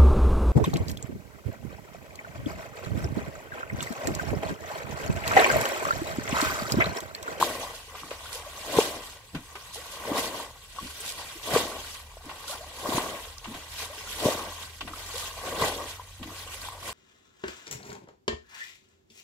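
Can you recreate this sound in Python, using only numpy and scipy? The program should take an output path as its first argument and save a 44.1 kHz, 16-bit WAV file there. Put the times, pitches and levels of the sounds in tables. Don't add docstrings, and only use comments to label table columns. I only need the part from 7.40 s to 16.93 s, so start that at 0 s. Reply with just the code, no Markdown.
import sys
import numpy as np
from scipy import signal
from scipy.fft import rfft, irfft, next_fast_len
from scipy.io import wavfile
from scipy.ndimage import uniform_filter1d

SR = 44100
rng = np.random.default_rng(int(sys.argv[2]) if len(sys.argv) > 2 else 0)


def store_pcm(level_fs):
    pcm = np.round(np.clip(level_fs, -1, 1) * 32767).astype(np.int16)
    wavfile.write(sys.argv[1], SR, np.atleast_2d(pcm).T)


N = 420273
TIME_S = np.arange(N) / SR
CONTROL_S = np.arange(0, N / SR, 0.001)
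POUR_S, SLOP_S = 0.28, 0.016

# (time [s], swirl [dB], swirl hiss [dB], lift after [s], spill hiss [dB], spill length [s])
SCOOPS = [(0.52, -48, -51.5, 0.44, -50, 0.047), (2.062, -52, -55.5, 0.29, -54.5, 0.056),
          (3.387, -49.5, -47.5, 0.26, -45, 0.042), (4.875, -46, -52, 0.24, -44.5, 0.022),
          (6.086, -48.5, -50, 0.31, -43, 0.043), (7.533, -46, -46.5, 0.23, -44.5, 0.12),
          (8.892, -47.5, -48.5, 0.33, -46, 0.044)]
# (time [s], impact [dB], spray [dB], thud [dB], stream lead [s], stream [dB], settling [s])
THROWS = [(0.0, -39, -34.5, -43, .15, -31.5, 0.36), (1.37, -29, -33.5, -23, 0.071, -37, 0.29),
          (2.786, -44, -38, -40, 0.092, -34.5, 0.26), (4.139, -30, -33, -22.5, 0.0083, -33, 0.41),
          (5.545, -35.5, -34.5, -24, 0.075, -34.5, 0.3), (6.853, -28.5, -35.5, -19, 0.068, -42, 0.3),
          (8.219, -29.5, -36, -27, 0.15, -38.5, 0.3)]
# (time [s], churn [dB], hiss [dB])
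SLOPS = [(0.30, -45.5, -51), (3.782, -46.5, -44.5), (4.06, -60, -41), (6.705, -48, -42), (7.214, -46, -47),
         (8.05, -45, -47), (9.48, -41.5, -43)]


def amp(db):
    return 10 ** (np.asarray(db) / 20)


def unit(x):
    return x / np.sqrt(np.mean(x ** 2) + 1e-20)


def add(mix, s, sound):
    part = mix[..., max(round(s * SR), 0):][..., :sound.shape[-1]]
    part += sound[..., :part.shape[-1]]


def colour(x, points, share=1):
    hz, db = np.transpose(points)
    size = next_fast_len(x.shape[-1])
    log_hz = np.log(np.fft.rfftfreq(size, 1 / SR) + 1)
    gain = amp(share * np.interp(log_hz, np.log(hz), db))
    return irfft(rfft(x, size) * gain, size)[..., :x.shape[-1]]


def wander(per_s):
    return unit(np.interp(TIME_S * per_s, np.arange(N), rng.standard_normal(N)))


def patchy(x, depth_db, bins):
    spectra = signal.stft(x, nperseg=512)[2]
    field = uniform_filter1d(rng.standard_normal(spectra.shape[1:]), size=bins, axis=0)
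    field = uniform_filter1d(field, size=3, axis=1)
    return signal.istft(spectra * amp(depth_db * unit(field)), nperseg=512)[1][:, :N]


def swell(s, db, attack_s, hold_s, release_s):
    early_s, late_s = np.maximum(s - CONTROL_S, 0), np.maximum(CONTROL_S - s - hold_s, 0)
    return (amp(db) * np.exp(-early_s / attack_s - late_s / release_s)) ** 2


def smack(spectrum, t60_s, attack_s):
    t = np.arange(SR // 2) / SR
    noise = unit(colour(rng.standard_normal((2, len(t))), spectrum))
    return noise * np.minimum(t / attack_s, 1) * np.exp(-np.log(1000) * t / t60_s)


def bubble(hz, t60_s, rise, onset_cycles):
    t = np.arange(int(t60_s * SR) + 2) / SR
    ring = np.sin(2 * np.pi * hz * t * (1 + rise * t / t60_s)) * np.exp(-np.log(1000) * t / t60_s)
    ring *= 1 - np.exp(-(t * hz / onset_cycles) ** 2)
    return ring / abs(ring).max()


def bubbles(low_hz, high_hz, lowest_per_s, t60_cycles, rise, spread_db=4):
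    out = np.zeros(N)
    for hz in np.geomspace(low_hz, high_hz, num=24):
        births = np.flatnonzero(rng.random(N) < lowest_per_s / SR * np.sqrt(hz / low_hz))
        gains = rng.choice([-1, 1], N) * amp(spread_db * np.minimum(rng.exponential(1, N), 3))
        ring = hz ** (3 / 4) * unit(bubble(hz, t60_cycles / hz, rise, onset_cycles=0.68))
        for at in births:
            add(out, at / SR, gains[at] * ring)
    return unit(out)


def far_engine(rumble_db=-54.5, octave_db=-5):
    # (time [s], hum [Hz], level [dB])
    running = [(0, 80.1, -60), (3.5, 70.15, -67), (4.5, 79.6, -54.5), (7.1, 83.94, -54), (9.5, 94.9, -51)]
    # (frequency [Hz], gain [dB])
    rumble_eq = [(20, -39), (42, 5), (55, -9), (72, 5), (92, -7), (120, -5.5), (200, -20.5), (2000, -35.5)]
    s, hz, db = np.transpose(running)
    phase = 2 * np.pi * np.cumsum(np.interp(TIME_S, s, hz) * (1 + 0.0388 * wander(5))) / SR
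    hum = unit(np.sin(phase) + amp(octave_db) * np.sin(phase / 2))
    out = amp(rumble_db) * unit(colour(rng.standard_normal((2, N)), rumble_eq))
    out[0] += amp(np.interp(TIME_S, s, db) + 2 * wander(3.5)) * hum
    return out


def insect(first_s=0.535, period_s=0.1898, second_note_s=0.04, note_s=0.042, hz=8130, sag=0.017, db=-58):
    out, progress = np.zeros((2, N)), np.linspace(0, 1, int(note_s * SR))
    note = np.sin(np.pi * progress) * np.sin(2 * np.pi * np.cumsum(hz * (1 - sag * progress)) / SR)
    for s in np.arange(first_s, N / SR, period_s):
        for delay_s in (0, second_note_s):
            add(out[0], s + delay_s, amp(db + rng.standard_normal()) * note)
    return out


def gulps(length_s=0.0444, glide=0.33, roughness=0.7, onset_s=0.0046):
    # (time [s], level [dB], start pitch [Hz])
    notes = [(0.943, -47, 480), (1.063, -48.5, 577), (2.15, -55, 378), (2.36, -48, 435),
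             (3.603, -54.5, 420), (3.953, -50, 325), (5.091, -44, 562), (5.205, -45.5, 616),
             (6.498, -47, 565), (7.738, -42.5, 460)]
    out, progress = np.zeros((2, N)), np.linspace(0, 1, int(length_s * SR))
    envelope = np.minimum(progress * length_s / onset_s, 1) * np.sqrt(1 - progress)
    for s, db, start_hz in notes:
        phase = 2 * np.pi * np.cumsum(start_hz * (1 + glide * progress ** 2)) / SR
        flutter = 1 + roughness * wander(155)[:len(progress)]
        add(out[0], s, amp(db) * unit(np.sin(phase) * flutter * envelope))
    return out


def filling(full_hz=325, glug_s=0.033, gap_ratio=0.55, count=4, rush_db=-5):
    # (time [s], level [dB], first pitch [Hz], change per glug [dB])
    dips = [(0.633, -37.5, 272, -7), (1.944, -28.5, 155, -9.5), (3.423, -34, 230, -10),
            (4.859, -36, 275, -8.5), (6.079, -33.5, 204, -4), (7.434, -33, 224, -4),
            (8.808, -34.5, 228, -2)]
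    glugs = np.zeros(N)
    for s, db, first_hz, step_db in dips:
        for k in range(count):
            hz = full_hz + (first_hz - full_hz) * gap_ratio ** k
            glug = bubble(hz, t60_s=0.12, rise=0.15, onset_cycles=1.0)
            add(glugs, s + k * glug_s, amp(db + k * step_db) * glug)
    flow = np.sqrt(abs(uniform_filter1d(glugs ** 2, size=int(glug_s * SR))))
    rush_eq = [(full_hz, 0), (2 * full_hz, -18), (10 * full_hz, -45)]
    out = amp(rush_db) * unit(colour(rng.standard_normal((2, N)), rush_eq)) * flow
    out[0] += glugs * (1 + wander(130)) / 2
    return out


def slaps_and_drips(crack_t60_s=0.1, attack_s=0.0025, skirt_db=-22):
    # (time [s], slap [dB], slap t60 [s], crack [dB])
    slaps = [(0.552, -40, 0.1, -55), (0.706, -36.5, 0.22, -47), (1.947, -35.5, 0.16, -43.5),
             (2.153, -35.5, 0.097, -55), (4.892, -39, 0.23, -47), (6.043, -41, 0.21, -40),
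             (6.141, -38.5, 0.14, -45), (6.418, -37, 0.16, -55), (7.407, -33.5, 0.085, -35),
             (7.475, -35.5, 0.11, -54), (8.828, -38.5, 0.086, -41.5)]
    # (time [s], level [dB], centre [Hz], t60 [s])
    drips = [(3.603, -37.5, 9000, 0.099), (5.982, -33, 5130, 0.013)]
    # (frequency [Hz], gain [dB])
    slap_eq = [(80, -16), (400, -6.5), (1100, 3), (1500, -4), (3200, -7.5), (5000, -17.5), (15000, -30)]
    crack_eq = [(1200, -25), (2900, 4), (5200, -13), (15000, -35)]
    out = np.zeros((2, N))
    for s, db, t60_s, crack_db in slaps:
        add(out, s, amp(db) * smack(slap_eq, t60_s, attack_s))
        add(out, s, amp(crack_db) * smack(crack_eq, crack_t60_s, attack_s))
    for s, db, hz, t60_s in drips:
        drip_eq = [(hz / 2, skirt_db), (hz, 0), (hz * 2, skirt_db)]
        add(out, s, amp(db) * smack(drip_eq, t60_s, attack_s=0.00066))
    return out


def sheets(attack_s=0.0045, release_s=0.031, crackle_db=3, crackles_per_s=700):
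    # (time [s], level [dB], hold [s])
    tears = [(0.929, -40, 0.017), (2.335, -43.5, 0.022), (2.515, -45.5, 0.0092), (2.775, -35, 0.012),
             (3.653, -40.5, 0.058), (5.08, -40, 0.042), (6.412, -47, 0.044), (7.778, -39, 0.021)]
    # (frequency [Hz], gain [dB])
    sheet_eq = [(1200, -25), (3300, 0.5), (11000, -4), (16000, -19)]
    power = sum(swell(s, db, attack_s, hold_s, release_s) for s, db, hold_s in tears)
    fizz = rng.standard_normal((2, N)) * amp(crackle_db * wander(crackles_per_s))
    return unit(colour(fizz, sheet_eq)) * np.sqrt(np.interp(TIME_S, CONTROL_S, power))


def spray_drive_db(calm_db=-58.5, lag_s=0.068, pour_db=-51, lead_drops_db=-40, patter_db=-46):
    power = amp(calm_db) ** 2
    for s, _, swirl_db, lift_s, spill_db, spill_s in SCOOPS:
        power += swell(s + lag_s, swirl_db, attack_s=0.18, hold_s=lift_s - lag_s, release_s=0.035)
        power += swell(s + lift_s, spill_db, attack_s=0.084, hold_s=spill_s, release_s=0.034)
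        power += swell(s + lift_s, pour_db, attack_s=0.037, hold_s=POUR_S, release_s=0.09)
    for s, _, burst_db, _, _, _, settle_s in THROWS:
        power += swell(s, lead_drops_db, attack_s=0.17, hold_s=0, release_s=0.042)
        power += swell(s, burst_db, attack_s=0.022, hold_s=0.041, release_s=0.067)
        power += swell(s, patter_db, attack_s=0.025, hold_s=settle_s, release_s=0.078)
    for s, _, db in SLOPS:
        power += swell(s, db, attack_s=0.029, hold_s=SLOP_S, release_s=0.09)
    flicker_db = 1.32 * wander(22)
    return np.interp(TIME_S, CONTROL_S, 10 * np.log10(power)) + flicker_db


def spray(drive_db, drops_per_s=450, spread_db=3.0, drop_s=0.0054, mist_db=2.0, tinkle_db=-11):
    # (frequency [Hz], gain [dB])
    spray_eq = [(700, -10.5), (1500, -2.5), (2000, -3), (3200, 1.5), (4300, -1.5), (5300, -4.5), (7800, -5),
                (9500, -9), (12000, -7.5), (13500, -15), (16000, -15.5)]
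    lands = rng.random(N) < drops_per_s / SR
    hits = lands * amp(spread_db * np.minimum(rng.exponential(1, N), 3.5))
    bursts = np.sqrt(signal.lfilter([1], [1, -np.exp(-1 / (drop_s * SR))], hits ** 2) + 1e-12)
    drops = unit(bursts * rng.standard_normal((2, N))) + amp(mist_db) * rng.standard_normal((2, N))
    drops = patchy(drops, depth_db=2.5, bins=12)
    tinkle = bubbles(low_hz=1305, high_hz=8960, lowest_per_s=3, t60_cycles=57, rise=0.12)
    drops[0] += amp(tinkle_db) * tinkle
    return unit(colour(drops, spray_eq)) * amp(drive_db + 1.37)


def churn_drive_db(calm_db=-60, pour_db=-47, rebound_db=-40.5, settle_db=-48.5):
    power = amp(calm_db) ** 2
    for s, swirl_db, _, lift_s, _, _ in SCOOPS:
        power += swell(s, swirl_db, attack_s=0.058, hold_s=lift_s, release_s=0.087)
        power += swell(s + lift_s, pour_db, attack_s=0.014, hold_s=POUR_S, release_s=0.071)
    for s, impact_db, _, _, lead_s, stream_db, settle_s in THROWS:
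        power += swell(s - lead_s, stream_db, attack_s=0.065, hold_s=lead_s, release_s=0.096)
        power += swell(s, impact_db, attack_s=0.029, hold_s=0.014, release_s=0.058)
        power += swell(s, rebound_db, attack_s=0.027, hold_s=0.22, release_s=0.075)
        power += swell(s, settle_db, attack_s=0.024, hold_s=settle_s, release_s=0.14)
    for s, db, _ in SLOPS:
        power += swell(s, db, attack_s=0.055, hold_s=SLOP_S, release_s=0.051)
    return np.interp(TIME_S, CONTROL_S, 10 * np.log10(power))


def churn(drive_db, wash_db=-4, gurgle_db=-7, heavy_db=-38, slosh_db=1.52, sloshes_per_s=25):
    # (frequency [Hz], gain [dB])
    churn_eq = [(100, -35), (250, -44), (450, 3.5), (620, -2), (900, 4), (1130, 6.5), (1350, -9),
                (2000, -5), (3200, -26), (5000, -33)]
    plunge_eq = [(30, -27), (80, -7), (150, -8), (300, 0), (600, 3), (900, -6), (2000, -28.5)]
    wash = unit(patchy(rng.standard_normal((2, N)), depth_db=3.5, bins=4) * amp(2 * wander(90)))
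    swarm = bubbles(low_hz=243, high_hz=3020, lowest_per_s=16, t60_cycles=13.3, rise=0.091)
    gurgles = bubbles(low_hz=376, high_hz=1312, lowest_per_s=1, t60_cycles=50, rise=0.3)
    gurgles *= amp(gurgle_db - np.maximum(drive_db - heavy_db, 0))
    body = unit(colour(wash, churn_eq))
    body[0] = unit(unit(colour(swarm, churn_eq)) + gurgles + amp(wash_db) * body[0])
    plunge = unit(colour(rng.standard_normal((2, N)) * amp(1.44 * wander(120)), plunge_eq))
    plunge_db = drive_db - 0.5 + 1.42 * np.minimum(drive_db - heavy_db, 0)
    body_db = drive_db - 2.5 + slosh_db * wander(sloshes_per_s)
    return body * amp(body_db) + plunge * amp(plunge_db)


def thuds(cavity_hz=135, t60_s=0.034):
    out = np.zeros((2, N))
    for s, _, _, db, *_ in THROWS:
        add(out[0], s, amp(db) * bubble(cavity_hz, t60_s, rise=0.045, onset_cycles=0.64))
    return out


def plops():
    # (time [s], peak [dB], pitch [Hz], t60 [s])
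    pockets = [(0.013, -14.5, 920, 0.013), (0.026, -5.5, 1034, 0.019), (0.55, -35, 1165, 0.045),
               (0.633, -28.5, 1100, 0.025), (0.713, -26, 506, 0.014), (1.3857, -4, 434, 0.027),
               (1.3858, -9.5, 835, 0.0077), (1.945, -29.5, 268, 0.068), (2.358, -36, 805, 0.025),
               (2.715, -19.5, 290, 0.025), (3.0000, -28, 945, 0.016), (3.3855, -25.5, 1090, 0.057),
               (4.161, -9.5, 450, 0.031), (4.769, -36, 630, 0.025), (4.914, -37, 1107, 0.055),
               (5.488, -22.5, 260, 0.03), (5.578, -17, 295, 0.012), (5.5822, -14, 980, 0.015),
               (6.057, -29, 1010, 0.015), (6.853, -12.5, 355, 0.0079), (6.86, -10.5, 300, 0.0048),
               (6.8653, -15, 580, 0.037), (6.885, -14.5, 583, 0.026), (7.5345, -28.5, 1240, 0.025),
               (7.823, -35, 1180, 0.075), (8.2211, -16.5, 970, 0.019), (8.596, -31.5, 994, 0.048),
               (9.2854, -27.5, 1000, 0.019)]
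    out = np.zeros((2, N))
    for s, db, hz, t60_s in pockets:
        add(out[0], s, amp(db) * bubble(hz, t60_s, rise=0.048, onset_cycles=0.76))
    return out


def reflected(x, delay_s=0.002311):
    # (frequency [Hz], gain [dB])
    reflection_eq = [(450, -18), (900, -16), (1700, -4), (2500, -15), (6000, -39)]
    return x - colour(np.roll(x, round(delay_s * SR), axis=-1), reflection_eq)


def scene():
    # (frequency [Hz], side gain [dB])
    width_eq = [(40, -15), (150, -12), (500, -15), (1100, -9.5), (1600, -3), (2200, 0.5)]
    # (frequency [Hz], left minus right [dB])
    lean_eq = [(100, 0), (700, 2.5), (6500, -0.5), (8500, -1), (10500, -6.5), (13000, -0.5)]
    water = churn(churn_drive_db()) + spray(spray_drive_db()) + sheets() + slaps_and_drips()
    mid, side = reflected(water) + thuds() + plops() + filling() + gulps() + far_engine() + insect()
    side = colour(side, width_eq)
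    return np.array([colour(mid + side, lean_eq, share=0.5), colour(mid - side, lean_eq, share=-0.5)])


def record(dry, cutoff_hz=15700):
    lowpass = signal.firwin(511, cutoff_hz, window=("kaiser", 9), fs=SR)
    return signal.oaconvolve(dry, lowpass[None], "same")


dry = scene()
out = record(dry)
store_pcm(out)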